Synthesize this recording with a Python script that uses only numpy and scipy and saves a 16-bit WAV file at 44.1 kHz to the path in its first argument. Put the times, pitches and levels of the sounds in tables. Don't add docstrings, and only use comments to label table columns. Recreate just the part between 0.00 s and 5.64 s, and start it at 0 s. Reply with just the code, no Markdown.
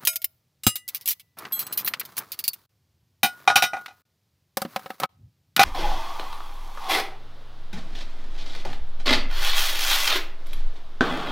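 import sys
import numpy as np
from scipy import signal
from scipy.fft import rfft, irfft, next_fast_len
from scipy.io import wavfile
from scipy.ndimage import uniform_filter1d, map_coordinates

SR = 44100
rng = np.random.default_rng(int(sys.argv[2]) if len(sys.argv) > 2 else 0)


def to_wav(s):
    ch = np.atleast_2d(s).T
    pcm = np.round(np.clip(ch, -1, 1) * 32767)
    wavfile.write(sys.argv[1], SR, pcm.astype(np.int16))


N = 248724
TIME = np.arange(N) / SR
AGE = np.arange(SR * 3 // 4) / SR

# frequency in Hz, relative level in dB.
AIR_COLOUR = [(100, -13), (400, -18.5), (1500, -26.5), (5000, -25), (9000, -33), (14000, -30)]
SLIDE_BODY = [(60, -17), (130, 3), (600, -3), (1200, 3), (2200, -6.5), (8000, -34.5)]
SLIDE_HISS = [(1500, -16.5), (4000, 2.5), (8000, -6), (13000, -1.5), (17000, 6)]
# frequency in Hz, relative level in dB.
PLASTIC = [(70, -40), (200, -3.5), (350, -9), (540, -2.5), (1300, 3), (3000, -8.5), (4800, -12.5),
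           (7000, -26.5), (15500, -23)]
CERAMIC = [(200, -12), (450, -14), (800, 4), (1080, -7), (2500, 0), (8000, -14), (14000, -5)]
METAL = [(150, -19.5), (1500, -12.5), (2300, -4), (5000, -3), (8000, -13), (12500, -1), (16000, 1)]
BAND_EDGES = [1800, 7000]
# frequency in Hz, relative level in dB.
UNDERPLATE_MODES = [(205, 6), (545, 0), (760, 0), (1280, -1), (2250, -4)]
BUNDLE_MODES = [(4097, -6), (10201, -7), (11843, 2), (13200, 4), (14836, -8.5), (15300, 1)]
# frequency in Hz, relative level in dB, t60 in seconds.
STACK_MODES = [(165, -4, .09), (235, 0, .1), (300, -3, .07)]
CHINA_MODES = [(285, -19, .08), (730, -5, .13), (795, -2, .12), (1132, -12, .1), (1244, -15, .35),
               (1445, -6, .33), (1485, -5, .07), (1997, -9, .15), (2400, 0, .09), (2500, -2, .11),
               (3025, -9, .14), (3750, -4, .12), (5100, -14, .15), (5662, -12, .15), (6170, -15, .12),
               (4080, -12, .12), (8630, -13, .15), (10710, -11.5, .12), (12620, -10, .14)]
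TINE_MODES = [(4468, -1, .1), (4827, 0, .06), (4931, -1, .06)]
FORK_MODES = [(646, -24, .42), (1405, -16, .3), (2180, -19, .3), (2417, 3, .1), (3040, -6, .12),
              (3830, -5, .1), (5070, -4, .16), (5790, -7, .1), (6589, -6, .17), (8021, -4, .15),
              (10360, 1, .15), (10620, 1, .1), (13000, 2, .18)]
SPOON_MODES = [(1244, -13, .18), (1986, -30, 1.3), (2853, 0, .21), (3900, 0, .1), (4996, -4, .15),
               (6182, -1, .14), (7572, 3, .13), (7950, -4, .11), (8420, 0, .09), (9056, -3, .18),
               (10450, -2, .12), (10675, -1, .15)]
KNIFE_MODES = [(3310, -9, 0.28), (4097, -11, 0.7), (6425, -23, 0.77), (7920, -10.5, 0.56), (11870, -11, .3),
               (12615, 12.5, 0.18), (14630, -5, .15)]

# time in seconds, level in dB.
GUSTS = [(2.75, -70), (2.95, -64.5), (3.1, -69.5), (5.1, -72.5), (5.22, -47), (5.33, -66.5)]
# start and end in seconds, body and hiss levels in dB.
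SLIDES = [(0, .06, -47.5, -49), (.87, 1.17, -64, -57), (1.367, 1.52, -45, -52), (1.5, 2.1, -47.5, -55),
          (2.02, 2.67, -57, -54), (2.165, 2.26, -46, -55), (3.28, 4.02, -56, -55), (4.58, 5.07, -53, -51),
          (5.01, 5.065, -35, -44)]
# start in seconds, level and brightness in dB, favoured pitch in Hz.
KNOCKS = [(.6665, -19, -25, 1500), (4.571, -21, 3, 560), (4.618, -25, -1, 600), (4.65, -31, -18, 400),
          (4.761, -19.5, -12, 690), (4.794, -38, -6, 1000), (4.86, -31, -25, 700), (4.9035, -26, -16, 830),
          (5.0, -28, 3, 1000), (5.034, -16, -16, 1350)]
# start in seconds, level in dB, brightness in dB.
RAPS = [(1.452, -37.5, -20), (1.876, -33, -7), (1.937, -33.5, 3), (2.012, -37.5, -13), (2.178, -34, -21),
        (3.86, -44, 1), (5.564, -35, 19), (5.632, -30, 11)]
CLATTERS = [(3.232, -16.5, 2.5), (3.476, -7.5, -32), (3.557, -13, -4), (3.623, -15, -7), (3.7333, -22, -58),
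            (3.881, -40, -34), (5.577, -23, -25), (5.594, -8, -15), (5.6035, -14, -45)]
# start in seconds, level in dB.
STACK_THUDS = [(3.236, -26), (4.65, -29), (5.568, -30)]
# start in seconds, treble level in dB, length in seconds.
JANGLES = [(.0513, -18, .016), (.132, -35, .008), (.158, -20, .008), (.218, -33, .012), (.2435, -15, .008),
           (.7565, -24, .006), (.879, -29, .006), (.887, -25, .012), (.9468, -22, .028), (1.011, -39, .022),
           (1.058, -24, .035), (1.076, -17, .02), (1.087, -15, .03), (1.106, -19, .03), (1.197, -43, .02),
           (1.387, -33, .008), (1.592, -23, .05), (1.667, -31, .012), (1.727, -25, .02), (1.776, -18, .04),
           (1.862, -25, .02), (1.877, -20, .015), (1.997, -25, .008), (2.052, -35, .005),
           (2.168, -29, .008), (2.18, -22, .02), (2.319, -26, .03), (2.39, -25.5, .02), (2.44, -24, .025),
           (2.479, -14.5, .01), (2.533, -32, .008)]
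# start in seconds, level in dB.
BUNDLE_CLINKS = [(1.593, -23), (1.725, -27.5), (1.774, -25.5), (1.847, -23.5), (1.875, -28)]
TINE_CLINKS = [(2.319, -33), (2.39, -37), (2.44, -28), (2.479, -24)]
# start in seconds, ring level in dB, crack level in dB.
FORK_CLINKS = [(0.072, -16.5, -10.5)]
SPOON_CLINKS = [(.635, -34, -29), (.6665, -16, -9), (.7565, -36, -27)]
KNIFE_CLINKS = [(1.522, -22.5, -30)]
DIPS = [2.662, 4.022, 5.061]


def amp(db):
    return 10 ** (np.asarray(db) / 20)


def unit(x):
    return x / np.sqrt(np.mean(x ** 2) + 1e-20)


def crest(x):
    return x / np.sqrt(uniform_filter1d(x ** 2, size=128).max() + 1e-20)


def fade(t60):
    return np.exp(-np.log(1000) * AGE / t60)


def gain_at(colour, hz):
    points, db = np.transpose(colour)
    return amp(np.interp(np.log(hz + 1), np.log(points), db))


def noise(colour, count):
    size = next_fast_len(count)
    spectrum = rfft(rng.standard_normal(size)) * gain_at(colour, np.fft.rfftfreq(size, 1 / SR))
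    return unit(irfft(spectrum, size)[:count])


def wobble(rate):
    return map_coordinates(rng.standard_normal(int(N * rate / SR) + 4), [TIME * rate])


def add(track, start, sound):
    room = track[round(start * SR):][:len(sound)]
    room += sound[:len(room)]


def ring(modes, spread_db=1.5):
    draws = spread_db * rng.standard_normal((len(modes), 2))
    return crest(sum(amp(db + offset_db) * np.sign(polarity) * fade(t60) * np.sin(2 * np.pi * hz * AGE)
                     for (hz, db, t60), (offset_db, polarity) in zip(modes, draws)))


def mistuned(modes, t60, spread=.033):
    return ring([(hz * (1 + spread * rng.standard_normal()), db, t60) for hz, db, *_ in modes])


def ring_at(modes, blows):
    out = np.zeros(N)
    for start, db in blows:
        add(out, start, amp(db) * ring(modes))
    return out


def pile_modes(colour, t60, shortening, count=200):
    place = (np.arange(count) + rng.random(count)) / count
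    freqs = np.interp(place, [0, 1], np.sqrt([colour[0][0], colour[-1][0]])) ** 2
    lives = t60 * (freqs / 1000) ** -shortening
    gains = gain_at(colour, freqs) * freqs ** .25
    return np.array([gain * fade(life) * np.sin(2 * np.pi * hz * AGE)
                     for hz, gain, life in zip(freqs, gains, lives)])


def strike_pile(modes):
    return crest(rng.standard_normal(len(modes)) @ modes)


def chatter(blow, length_s, rebound, count):
    out = blow.copy()
    for k, (jitter, size) in enumerate(rng.random((count, 2))):
        add(out, length_s * (k + jitter) / count, rebound * (.5 + size) * (-1) ** k * blow)
    return out


def contact(sound, treble_db, middle_db, low_db):
    out = 0
    for edge, db in zip(BAND_EDGES, (low_db, middle_db)):
        band = signal.sosfilt(signal.butter(3, edge, "low", fs=SR, output="sos"), sound)
        sound = signal.sosfilt(signal.butter(3, edge, "high", fs=SR, output="sos"), sound)
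        out = out + amp(db) * crest(band)
    return out + amp(treble_db) * crest(sound)


def struck(sound, db, bright_db, middle_db, follows):
    return contact(sound, db + bright_db, db + middle_db + follows * bright_db, db)


def garden(air_db=-75):
    rumble = noise([(25, -18), (100, 7.5), (200, -9), (3000, -86.5)], N)
    air = amp(air_db) * noise(AIR_COLOUR, N)
    wind_db = np.interp(TIME, *np.transpose(GUSTS)) + .67 * wobble(36)
    return air + amp(wind_db) * rumble


def scatter(near, early_db=-24, early_t60=.09, late_db=-35, late_t60=.45):
    tails = sum(amp(db) * unit(fade(t60) * rng.standard_normal((2, len(AGE))))
                for db, t60 in [(early_db, early_t60), (late_db, late_t60)])
    return signal.fftconvolve(near[None], tails / np.sqrt(len(AGE)), axes=1)[:, :N]


def slides(attack_s=.014, hold_share=.68, ease_body_db=-16, ease_hiss_db=-12):
    grit = unit(amp(2.5 * wobble(300) + 2 * wobble(54)))
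    body, hiss = noise(SLIDE_BODY, N), noise(SLIDE_HISS, N)
    out = np.zeros(N)
    for start, end, body_db, hiss_db in SLIDES:
        moving = np.clip((TIME - start) / attack_s, 0, 1) * (TIME < end)
        eased = np.interp((TIME - start) / (end - start), [hold_share, 1], [0, 1])
        out += moving * amp(body_db + ease_body_db * eased) * body
        out += moving * amp(hiss_db + ease_hiss_db * eased) * hiss
    return grit * out


def table_thump(start_s=.668, level_db=-8):
    return ring_at([(115, 0, .06), (225, 1, .045), (310, -5, .025)], [(start_s, level_db)])


def underplates(tick_db=-3, tick_t60=.04, ring_t60=.06, focus_db_per_octave=-9):
    def tick():
        return crest(noise(PLASTIC, len(AGE)) * fade(tick_t60))

    out = np.zeros(N)
    for start, db, bright_db, pitch in KNOCKS:
        hollow = ring([(hz, mode_db + focus_db_per_octave * abs(np.log2(hz / pitch)), ring_t60)
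                       for hz, mode_db in UNDERPLATE_MODES])
        add(out, start, struck(hollow + amp(tick_db) * tick(), db, bright_db, middle_db=-4, follows=.12))
    for start, db, bright_db in RAPS:
        add(out, start, struck(tick(), db, bright_db, middle_db=12.5, follows=.35))
    return out


def china_plates(crack_db=-1, crack_t60=.1, under_db=-4, rock_s=.0145, rock_s_per_db=.00033):
    out = np.zeros(N)
    for start, db, bright_db in CLATTERS:
        rock = (start + rock_s - rock_s_per_db * bright_db, db - 6, bright_db - 3)
        for when, blow_db, blow_bright_db in [(start, db, bright_db), rock]:
            burst = noise(CERAMIC, len(AGE)) * fade(crack_t60)
            crack = crest(chatter(burst, length_s=.014, rebound=.25, count=4))
            body = ring(CHINA_MODES) + amp(under_db) * mistuned(CHINA_MODES, t60=.06)
            clatter = body + amp(crack_db) * crack
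            add(out, when, struck(clatter, blow_db, blow_bright_db, middle_db=4.5, follows=.28))
    return out


def jangle_contacts(gap_s=.0115, settle_db=-20, most=4):
    return [(start + after, db + settle_db * after / length)
            for start, db, length in JANGLES
            for after in gap_s * np.arange(most) if after < length]


def jangles(firm_treble_db=-19, firm_middle_db=-30, middle_follows=.7):
    modes = pile_modes(METAL, t60=.034, shortening=.076)
    out = np.zeros(N)
    for start, treble_db in jangle_contacts():
        middle_db = firm_middle_db + middle_follows * (treble_db - firm_treble_db)
        rattle = chatter(strike_pile(modes), length_s=.0091, rebound=.38, count=5)
        add(out, start, contact(rattle, treble_db, middle_db, low_db=middle_db - 17))
    return out


def bundle(t60=.11):
    loose = ring_at([(hz, db, t60) for hz, db in BUNDLE_MODES], BUNDLE_CLINKS)
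    return loose + ring_at(TINE_MODES, TINE_CLINKS)


def clinks(modes, blows, crack_t60, attack_s):
    out = np.zeros(N)
    for start, ring_db, crack_db in blows:
        crack = crest(noise(METAL, len(AGE)) * fade(crack_t60))
        tones = crest(ring(modes) * (1 - np.exp(-AGE / attack_s)))
        add(out, start, amp(ring_db) * tones + amp(crack_db) * crack)
    return out


def scene():
    fork = clinks(FORK_MODES, FORK_CLINKS, crack_t60=.065, attack_s=.00041)
    spoon = clinks(SPOON_MODES, SPOON_CLINKS, crack_t60=.088, attack_s=.0011)
    knife = clinks(KNIFE_MODES, KNIFE_CLINKS, crack_t60=.04, attack_s=.0051)
    cutlery = fork + spoon + knife + bundle() + jangles() + table_thump()
    dishes = china_plates() + underplates() + ring_at(STACK_MODES, STACK_THUDS)
    near = cutlery + dishes + slides()
    return near + scatter(near) + garden()


def record(dry, dip_db=-22, dip_s=.03, low_cut_hz=75, top_hz=15500):
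    in_dip = sum((TIME > start) & (TIME < start + dip_s) for start in DIPS)
    dipped = dry * amp(dip_db * uniform_filter1d(in_dip.astype(float), size=96))
    low_cut = signal.butter(2, low_cut_hz, "high", fs=SR, output="sos")
    limited = np.clip(signal.sosfilt(low_cut, dipped), -1, 1)
    hz = np.fft.rfftfreq(N, 1 / SR)
    return irfft(rfft(limited) / np.sqrt(1 + (hz / top_hz) ** 160), N)


dry = scene()
out = record(dry)
to_wav(out)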